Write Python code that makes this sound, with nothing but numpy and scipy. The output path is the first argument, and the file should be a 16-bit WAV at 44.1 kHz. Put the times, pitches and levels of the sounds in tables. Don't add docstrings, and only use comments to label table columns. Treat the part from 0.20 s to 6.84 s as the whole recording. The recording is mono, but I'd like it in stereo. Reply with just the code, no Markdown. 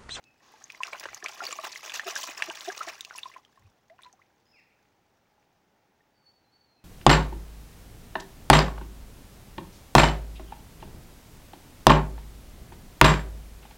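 import sys
import numpy as np
from scipy import signal
from scipy.fft import rfft, irfft
from scipy.io import wavfile
from scipy.ndimage import uniform_filter1d

SR = 44100
rng = np.random.default_rng(int(sys.argv[2]) if len(sys.argv) > 2 else 0)


def put_to_file(sound):
    columns = np.atleast_2d(sound).T
    safe = np.clip(columns, -1, 1)
    whole_steps = np.round(safe * 32767)
    wavfile.write(sys.argv[1], SR, whole_steps.astype(np.int16))


N = 292824
TIME = np.arange(N) / SR
CUTOFF_HZ = 15800


def from_db(db):
    return 10 ** (np.asarray(db) / 20)


def rms_one(x):
    return x / np.sqrt(np.mean(x ** 2) + 1e-20)


def at_hz(points, hz, axis=1):
    points = np.array(points, float)
    return np.interp(np.log(hz), np.log(points[:, 0]), points[:, axis])


def panned(pan_db):
    return from_db(np.array([[pan_db], [-pan_db]]) / 2) / np.sqrt(np.cosh(pan_db * np.log(10) / 20))


def add(out, s, sound):
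    i = int(np.clip(round(s * SR), 0, N))
    out[:, i:i + sound.shape[-1]] += sound[..., :N - i]


def band(x, low_hz, high_hz):
    edges_hz = [low_hz, min(high_hz, SR / 2 - 100)]
    return signal.sosfilt(signal.butter(2, edges_hz, "band", fs=SR, output="sos"), x)


def coloured_noise(spectrum):
    hz = np.maximum(np.arange(N // 2 + 1) * SR / N, 1)
    white = rfft(rng.standard_normal((2, N)))
    return rms_one(irfft(white * from_db(at_hz(spectrum, hz)), N))


def evened(x, seconds):
    size = int(seconds * SR)
    power = uniform_filter1d(uniform_filter1d(np.mean(x ** 2, 0), size), size)
    return x / np.sqrt(np.abs(power) + 0.033 * np.mean(x ** 2))


def bubble(hz, t60_s, rise, lag_s, swell_cycles):
    t = np.arange(int((t60_s + abs(lag_s)) * SR) + 2) / SR
    t = np.maximum(t - np.array([[max(lag_s, 0)], [max(-lag_s, 0)]]), 0)
    envelope = (1 - np.exp(-t * hz / swell_cycles)) * from_db(-60 * t / t60_s)
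    return envelope * np.sin(2 * np.pi * hz * t * (1 + rise * t / t60_s / 2))


def slosh(gurgle_db=0.0, spray_db=-1.0, crackle_db=-13, froth_db=-7):
    churned, thrown = from_db(stirring())
    froth = coloured_noise([(250, -13.5), (700, -7.0), (2500, 2.0), (6300, -14), (8500, -14.5), (16000, -25.5)])
    bubbles = churned * from_db(gurgle_db) * gurgle(churned)
    drops = thrown * (from_db(spray_db) * spray() + from_db(crackle_db) * crackle())
    return bubbles + drops + np.sqrt(churned * thrown) * from_db(froth_db) * froth


def stirring(attack_s=0.005, fall_db_per_s=466.5, ragged_db=2.5, ragged_s=0.011):
    # time in seconds, level in dB.
    churning = [(0.12, -80), (0.3, -67), (0.5, -61), (0.75, -53), (1.0, -55), (1.25, -47.5), (1.6, -51.5),
                (1.95, -46), (2.15, -49), (2.6, -48), (2.74, -52), (2.87, -59), (3.06, -55), (3.23, -74),
                (3.38, -72.5), (3.65, -81.5), (4.14, -80), (6.6, -90.5)]
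    # start in seconds, hold in seconds, gurgle drive in dB, spray drive in dB.
    surges = [(0.643, 0.034, -45, -49), (0.726, 0.012, -43.5, -67), (0.797, 0.038, -46, -52.5),
              (0.923, 0.011, -49, -54), (1.043, .015, -43.5, -63), (1.078, 0.0077, -47.5, -45.5),
              (1.138, 0.0036, -63, -42), (1.222, .05, -45.5, -43), (1.302, 0.029, -47, -44),
              (1.434, 0.027, -42, -42), (1.513, 0.055, -62.5, -41.5), (1.625, 0.077, -46.5, -46.5),
              (1.734, 0.017, -40, -32), (1.856, 0.041, -41, -38.5), (1.948, 0.033, -46, -34.5),
              (2.007, 0.037, -50.5, -35), (2.07, 0.032, -41, -41.5), (2.167, 0.045, -43, -41.5),
              (2.367, 0.0039, -47.5, -43), (2.407, 0.071, -61.5, -43.5), (2.475, 0.05, -49, -53),
              (2.67, 0.013, -37.5, -41.5), (2.956, 0.024, -55.5, -43), (3.11, 0.063, -57.5, -69),
              (3.803, 0.072, -63.5, -70)]
    power = from_db(np.interp(TIME, *np.transpose(churning))) ** 2
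    for s, hold_s, gurgle_db, spray_db in surges:
        swell = np.clip((TIME - s) / attack_s, 0, 1)
        draining_s = np.maximum(TIME - s - attack_s - hold_s, 0)
        wave = swell * from_db(-fall_db_per_s * np.minimum(draining_s, 1))
        power = power + (from_db([[gurgle_db], [spray_db]]) * wave) ** 2
    ragged = rms_one(uniform_filter1d(rng.standard_normal(N), int(ragged_s * SR)))
    return 10 * np.log10(power) + ragged_db * ragged


def gurgle(churned, crowded_db=-42, thinning=0.65, cycles=26, size_db=3.5, pan_db=-4.5, spread_db=3.0,
           lag_s=0.0001, count=8000):
    # frequency in Hz, level in dB.
    spectrum = [(300, -17.5), (450, -14.5), (700, -2.5), (1100, -0.5), (1800, 0.5), (2600, 4.5),
                (3400, -19.5)]
    share = (churned / from_db(crowded_db)) ** thinning
    out, low_hz, high_hz = np.zeros((2, N)), spectrum[0][0], spectrum[-1][0]
    uniform, normal = rng.random((count, 4)), rng.standard_normal((count, 4))
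    for (when, pitch, rise, luck), (size, damping, side, lag) in zip(uniform, normal):
        if luck > share[int(when * N)]:
            continue
        hz = low_hz * (high_hz / low_hz) ** pitch
        rings = np.clip(cycles * np.exp(0.5 * damping), 3, 50)
        height = from_db(at_hz(spectrum, hz) + size_db * min(size, 2)) * np.sqrt(hz / rings)
        ring = bubble(hz, rings / hz, 0.55 * rise, lag_s * lag, swell_cycles=0.37)
        add(out, when * N / SR, height * panned(pan_db + spread_db * side) * ring)
    return evened(out, seconds=0.055)


def spray(per_s=10000, size_db=7.5, clump_db=4.5, clump_s=0.0047, sharpness=11.0, pan_db=-2.5,
          spread_db=11.5, lag_s=0.0002, bands=40):
    # frequency in Hz, level in dB.
    spectrum = [(2500, -6.5), (3300, -1), (4500, 0.5), (6300, 3.5), (7300, -2.5), (8500, -10.5),
                (11000, -9), (13500, -14), (16000, -1.5)]
    out, n = np.zeros((2, N)), int(per_s * N / SR / bands)
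    clumps = rms_one(uniform_filter1d(rng.standard_normal(N), int(clump_s * SR)))
    for hz in np.geomspace(spectrum[0][0], CUTOFF_HZ, bands):
        at = rng.integers(0, N, n)
        size, side, lag, push = np.clip(rng.standard_normal((4, n)), -2, 2)
        height_db = at_hz(spectrum, hz) + size_db * size + clump_db * clumps[at]
        height = np.sign(push) * from_db(height_db) / np.sqrt(hz)
        pan = from_db((pan_db + spread_db * side) / 2)
        births = np.full((2, N), 1e-18)
        births[0, at] = height * pan
        births[1, (at + np.round(lag * lag_s * SR).astype(int)) % N] = height / pan
        out += band(births, hz * (1 - 0.5 / sharpness), hz * (1 + 0.5 / sharpness))
    return evened(out, seconds=0.13)


def crackle(per_s=110, size_db=5.0, snap_db=-17):
    sizes = from_db(size_db * np.clip(rng.standard_normal((2, N)), -2, 2))
    clicks = (rng.random(N) < per_s / SR) * sizes + 1e-18
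    return rms_one(band(clicks, 4300, 7270) + from_db(snap_db) * band(clicks, 5500, CUTOFF_HZ))


def splashing_rings(rows, cycles, swell_cycles, rise, splash_db, lag_s=0.0001, splash_t60_s=0.096,
                    damping=0.14, middling_db=-26):
    out, t = np.zeros((2, N)), np.arange(SR // 20) / SR
    for (s, hz, db, pan_db), chance in zip(rows, rng.standard_normal((len(rows), 2))):
        t60_s = cycles / hz * from_db(damping * (middling_db - db))
        ring = bubble(hz, t60_s, rise * (1 + 0.5 * chance[1]), lag_s * chance[0], swell_cycles)
        splash = rms_one(band(rng.standard_normal((2, len(t))), hz / 2, hz * 2))
        splash = splash * from_db(-60 * t / min(splash_t60_s, 2 * t60_s))
        add(out, s, from_db(db) * panned(pan_db) * ring)
        add(out, s, from_db(db + splash_db) * panned(pan_db) * splash)
    return out


def plops():
    # start in seconds, pitch in Hz, level in dB, left-right in dB.
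    plop_rows = [(0.339, 860, -45, 2), (0.548, 2110, -35, -8), (0.648, 1500, -35, -14),
                 (0.732, 574, -38.5, 1), (0.749, 1470, -30.5, -4), (0.856, 906, -34, -8),
                 (0.888, 2020, -25.5, -7), (1.084, 3180, -29, -5.5), (1.092, 1400, -36, -10),
                 (1.219, 771, -28, -4), (1.288, 498, -38, -2.5), (1.327, 1126, -30, -10),
                 (1.388, 1140, -25.5, -3), (1.389, 628, -33.5, -9), (1.559, 2060, -25, -5),
                 (1.961, 1580, -18.5, -8.5), (2.031, 3100, -22.5, -1), (2.305, 900, -28.5, -8),
                 (2.309, 1520, -28.5, -7), (2.501, 1630, -24, -10), (2.682, 1840, -30, -4),
                 (2.808, 3670, -24, -3), (2.849, 2650, -29, -8), (2.909, 1440, -28.5, -5),
                 (2.951, 985, -37, 4), (2.981, 10000, -24.5, -5), (2.985, 2670, -25.5, 0),
                 (3.116, 1960, -40.5, -19), (3.163, 1026, -36, 2), (3.25, 3120, -44, 0),
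                 (3.784, 2750, -52, -7), (3.79, 1430, -43.5, -10), (3.82, 2040, -50, -8),
                 (3.824, 9400, -41.5, 1), (3.834, 3630, -37, 0), (3.847, 3980, -39, 1),
                 (3.928, 6180, -39.5, -5), (3.935, 750, -52, -1), (5.18, 811, -57.5, -2.5),
                 (5.197, 5850, -56.5, -6), (5.806, 1810, -60.5, 2)]
    return splashing_rings(plop_rows, cycles=37.2, swell_cycles=0.19, rise=0.12, splash_db=-21.5)


def slaps():
    # start in seconds, pitch in Hz, level in dB, left-right in dB.
    slap_rows = [(0.5015, 2390, -26, -1), (0.6335, 2590, -9.5, 9.5), (0.732, 2230, -20.5, -1),
                 (0.8555, 1550, -20.5, -3), (0.8865, 1430, -29.5, -8), (0.946, 6200, -19, -11),
                 (1.0255, 1700, -29.5, -4), (1.0422, 5700, -20.5, -1), (1.0607, 2300, -15, -6),
                 (1.226, 785, -26.5, -1), (1.445, 2720, -25, -1), (1.6965, 3300, -20, -9),
                 (1.72, 2660, -19.5, -4.5), (1.7955, 1750, -13, -7), (1.9555, 5650, -11, -20),
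                 (2.222, 1750, -12, -6.5), (2.2232, 2540, -7.5, -1), (2.2995, 2700, -18.5, 0),
                 (2.356, 3230, -24, -1), (3.3745, 1055, -47, -1), (3.699, 1970, -45, -7),
                 (3.7915, 1010, -46, 0), (3.847, 1930, -50, -6)]
    return splashing_rings(slap_rows, cycles=23, swell_cycles=0.48, rise=0.1, splash_db=-15.0)


def bloops(peak_at=0.05):
    # start in seconds, length in seconds, start pitch in Hz, end pitch in Hz, level in dB,
    # left-right in dB.
    bloop_rows = [(0.441, 0.0025, 6330, 6600, -32, -6), (0.6045, 0.021, 1010, 1070, -30, -3.5),
                  (1.205, 0.014, 1377, 1510, -25, -10), (1.2666, 0.0053, 4500, 4750, -24, -1),
                  (1.327, 0.0035, 7050, 7460, -25, -5), (3.0321, 0.0065, 3410, 4600, -28, -1),
                  (3.056, 0.019, 1010, 1120, -34.5, 6), (3.7, 0.072, 625, 865, -51, -7),
                  (3.854, 0.042, 988, 1010, -47.5, 13), (3.992, 0.02, 1000, 1810, -57.5, -9),
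                  (4.016, 0.014, 1860, 3000, -52.5, -12)]
    out = np.zeros((2, N))
    for s, length_s, start_hz, end_hz, db, pan_db in bloop_rows:
        u = np.linspace(0, 1, int(length_s * SR))
        hz = start_hz + (end_hz - start_hz) * (u + u ** 2) / 2
        arc = np.sin(np.pi / 2 * np.interp(u, [0, np.clip(peak_at, 0, 0.5), 1], [0, 1, 2])) ** 2
        add(out, s, from_db(db) * panned(pan_db) * arc * np.sin(2 * np.pi * np.cumsum(hz) / SR))
    return out


def inflow(start_s=0.21, full_s=0.23, end_s=1.0, level_db=-59):
    flow = np.interp(TIME, [start_s, full_s, end_s], [0, 1, 0])
    sheet = coloured_noise([(200, 1), (1100, 3.5), (3000, -6), (6500, -4), (8500, -25)])
    return from_db(level_db) * flow * sheet


def gulps(rise=0.096, low_pan_db=2.0, high_pan_db=-5.0, wobble=0.043, rough=0.37):
    # start in seconds, length in seconds, low mode in Hz, its level in dB, high mode in Hz,
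    # its level in dB.
    gulp_rows = [(0.851, 0.017, 370, -46.5, 544, -38.5), (1.027, 0.014, 383, -42.5, 724, -44),
                 (1.223, 0.034, 406, -49, 570, -46), (1.852, 0.046, 384, -35, 702, -35),
                 (2.085, 0.015, 310, -45.5, 612, -42), (2.277, 0.03, 356, -38, 660, -38.5),
                 (2.47, 0.038, 379.6, -33, 708, -29.5), (2.604, 0.018, 610, -47.5, 1350, -25),
                 (2.665, 0.029, 345, -43, 684, -36.5)]
    out, knots = np.zeros((2, N)), np.linspace(0, 1, 10)
    for s, length_s, low_hz, low_db, high_hz, high_db in gulp_rows:
        u = np.linspace(0, 1, int(length_s * SR))
        shape = np.interp(u, knots, rng.standard_normal(10))
        turn = 2 * np.pi * np.cumsum(1 + rise * (u - 0.5) + wobble * (shape - shape.mean())) / SR
        flutter = 1 + rough * np.interp(u, knots, rng.standard_normal(10))
        swell = np.sin(np.pi * u) ** 2 * flutter
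        low = from_db(low_db) * swell * np.sin(low_hz * turn)
        high = from_db(high_db) * swell * np.sin(high_hz * turn)
        add(out, s, panned(low_pan_db) * low + panned(high_pan_db) * high)
    return out


def ticks(t60_s=0.0046, level_db=1.0, snap_db=7.0, softening=0.22):
    # start in seconds, relative level in dB.
    tick_rows = [(0.04, -49), (0.521, -40), (0.67, -32), (0.7976, -28), (0.806, -34.5), (2.3547, -33),
                 (2.408, -25), (2.578, -27), (2.687, -30.5), (2.808, -28.5), (2.849, -31), (3.2495, -56),
                 (3.8196, -53)]
    out, t = np.zeros((2, N)), np.arange(SR // 20) / SR
    for s, db in tick_rows:
        burst = rng.standard_normal((2, len(t))) * from_db(-60 * t / t60_s)
        snap = from_db(snap_db + softening * db) * band(burst, 15600, CUTOFF_HZ)
        crack = band(burst, 2700, 6800) + snap
        add(out, s, from_db(db + level_db) * crack / np.abs(crack).max() * 2)
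    return out


def echoes(x, t60_s, first_s, low_hz, high_hz):
    t = np.arange(SR) / SR
    tail = rng.standard_normal((2, SR)) * from_db(-60 * t / t60_s) * (t > first_s)
    tail /= np.sqrt(np.sum(tail ** 2, 1, keepdims=True))
    return band(signal.fftconvolve(x, tail, axes=1)[:, :N], low_hz, high_hz)


def birds(direct_db=-3.0, trees_db=2.0, waver=0.0073, octave_db=-16):
    # start in seconds, length in seconds, start, middle and end pitch in Hz, relative level in dB.
    notes = [(0.046, 0.058, 2600, 2602, 2474, -61), (4.255, 0.088, 4980, 5080, 4930, -61.5),
             (4.285, 0.076, 5150, 5380, 5100, -68.5), (4.327, 0.085, 2730, 2260, 1690, -59),
             (4.36, 0.058, 2675, 2655, 2050, -59.5), (5.933, 0.08, 4660, 4540, 4550, -72),
             (6.025, 0.098, 4540, 4470, 4490, -62), (6.197, 0.15, 4046, 4120, 4020, -73),
             (6.315, 0.12, 4430, 4480, 4460, -65.5), (6.46, 0.172, 4235, 4170, 4100, -71),
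             (6.57, 0.07, 2670, 2580, 2590, -75)]
    out = np.zeros((2, N))
    for s, length_s, start_hz, middle_hz, end_hz, db in notes:
        u = np.linspace(0, 1, int(length_s * SR))
        hz = np.polyval(np.polyfit([0, 0.5, 1], [start_hz, middle_hz, end_hz], 2), u)
        hz = hz * (1 + waver * np.interp(u, np.linspace(0, 1, 20), rng.standard_normal(20)))
        turn = 2 * np.pi * np.cumsum(hz) / SR
        whistle = np.sin(turn) + from_db(octave_db) * np.sin(2 * turn)
        add(out, s, from_db(db) * np.sqrt(np.abs(np.sin(np.pi * u))) * whistle)
    trees = echoes(out, t60_s=0.72, first_s=0, low_hz=980, high_hz=3100)
    trees = trees + echoes(out, t60_s=0.47, first_s=0, low_hz=3500, high_hz=6500)
    return from_db(direct_db) * band(out, 920, 6000) + from_db(trees_db) * trees


def bumps():
    # start in seconds, length in seconds, level in dB.
    bump_rows = [(0.817, 0.2, -63.5), (3.352, 0.2, -56.5)]
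    swell = np.zeros(N)
    for s, length_s, db in bump_rows:
        swell += from_db(db) * np.sin(np.pi * np.clip((TIME - s) / length_s, 0, 1)) ** 2
    return swell * rms_one(band(rng.standard_normal((2, N)), 53, 112))


def river(level_db=-68.98):
    # frequency in Hz, level in dB.
    spectrum = [(25, -14), (55, -8), (97, -3.5), (300, -5), (680, -8), (830, -2.5), (1050, -12.5),
                (2000, -14.5), (4200, -22.5), (6000, -23.5), (8000, -31.5), (13500, -35), (16000, -24.5)]
    # frequency in Hz, likeness (correlation, -1 to 1), left-right in dB.
    stereo = [(100, 0.024, -1.5), (338.4, 0.42, 2), (770, 0.36, 1.5), (1430, -0.41, -6),
              (2500, -0.05, -0.5)]
    hz = np.maximum(np.arange(N // 2 + 1) * SR / N, 1)
    mid, side = rfft(coloured_noise(spectrum))
    alike, signs = np.clip(at_hz(stereo, hz), -1, 1), np.array([[1], [-1]])
    both = mid + np.sqrt((1 - alike) / (1 + alike)) * side * signs
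    both = both * from_db(signs * at_hz(stereo, hz, axis=2) / 2)
    return from_db(level_db) * irfft(both, N)


def scene(rocks_db=-6.0, bank_db=-15.5, lowest_hz=210):
    bubbles = slosh() + plops() + slaps() + bloops() + inflow()
    bubbles = signal.sosfilt(signal.butter(3, lowest_hz, "high", fs=SR, output="sos"), bubbles)
    water = bubbles + gulps() + ticks()
    rocks = from_db(rocks_db) * echoes(water, t60_s=0.034, first_s=0.00095, low_hz=620, high_hz=11900)
    bank = from_db(bank_db) * echoes(water, t60_s=0.16, first_s=0.0092, low_hz=399, high_hz=5740)
    return water + rocks + bank + birds() + bumps() + river()


def record(dry, port_hz=15100, port_width_hz=900, port_db=-8.5):
    port = signal.lfilter(*signal.iirpeak(port_hz, port_hz / port_width_hz, fs=SR), dry)
    top_cut = signal.ellip(10, 0.2, 70, CUTOFF_HZ, fs=SR, output="sos")
    return signal.sosfilt(top_cut, dry + from_db(port_db) * port)


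dry = scene()
out = record(dry)
put_to_file(out)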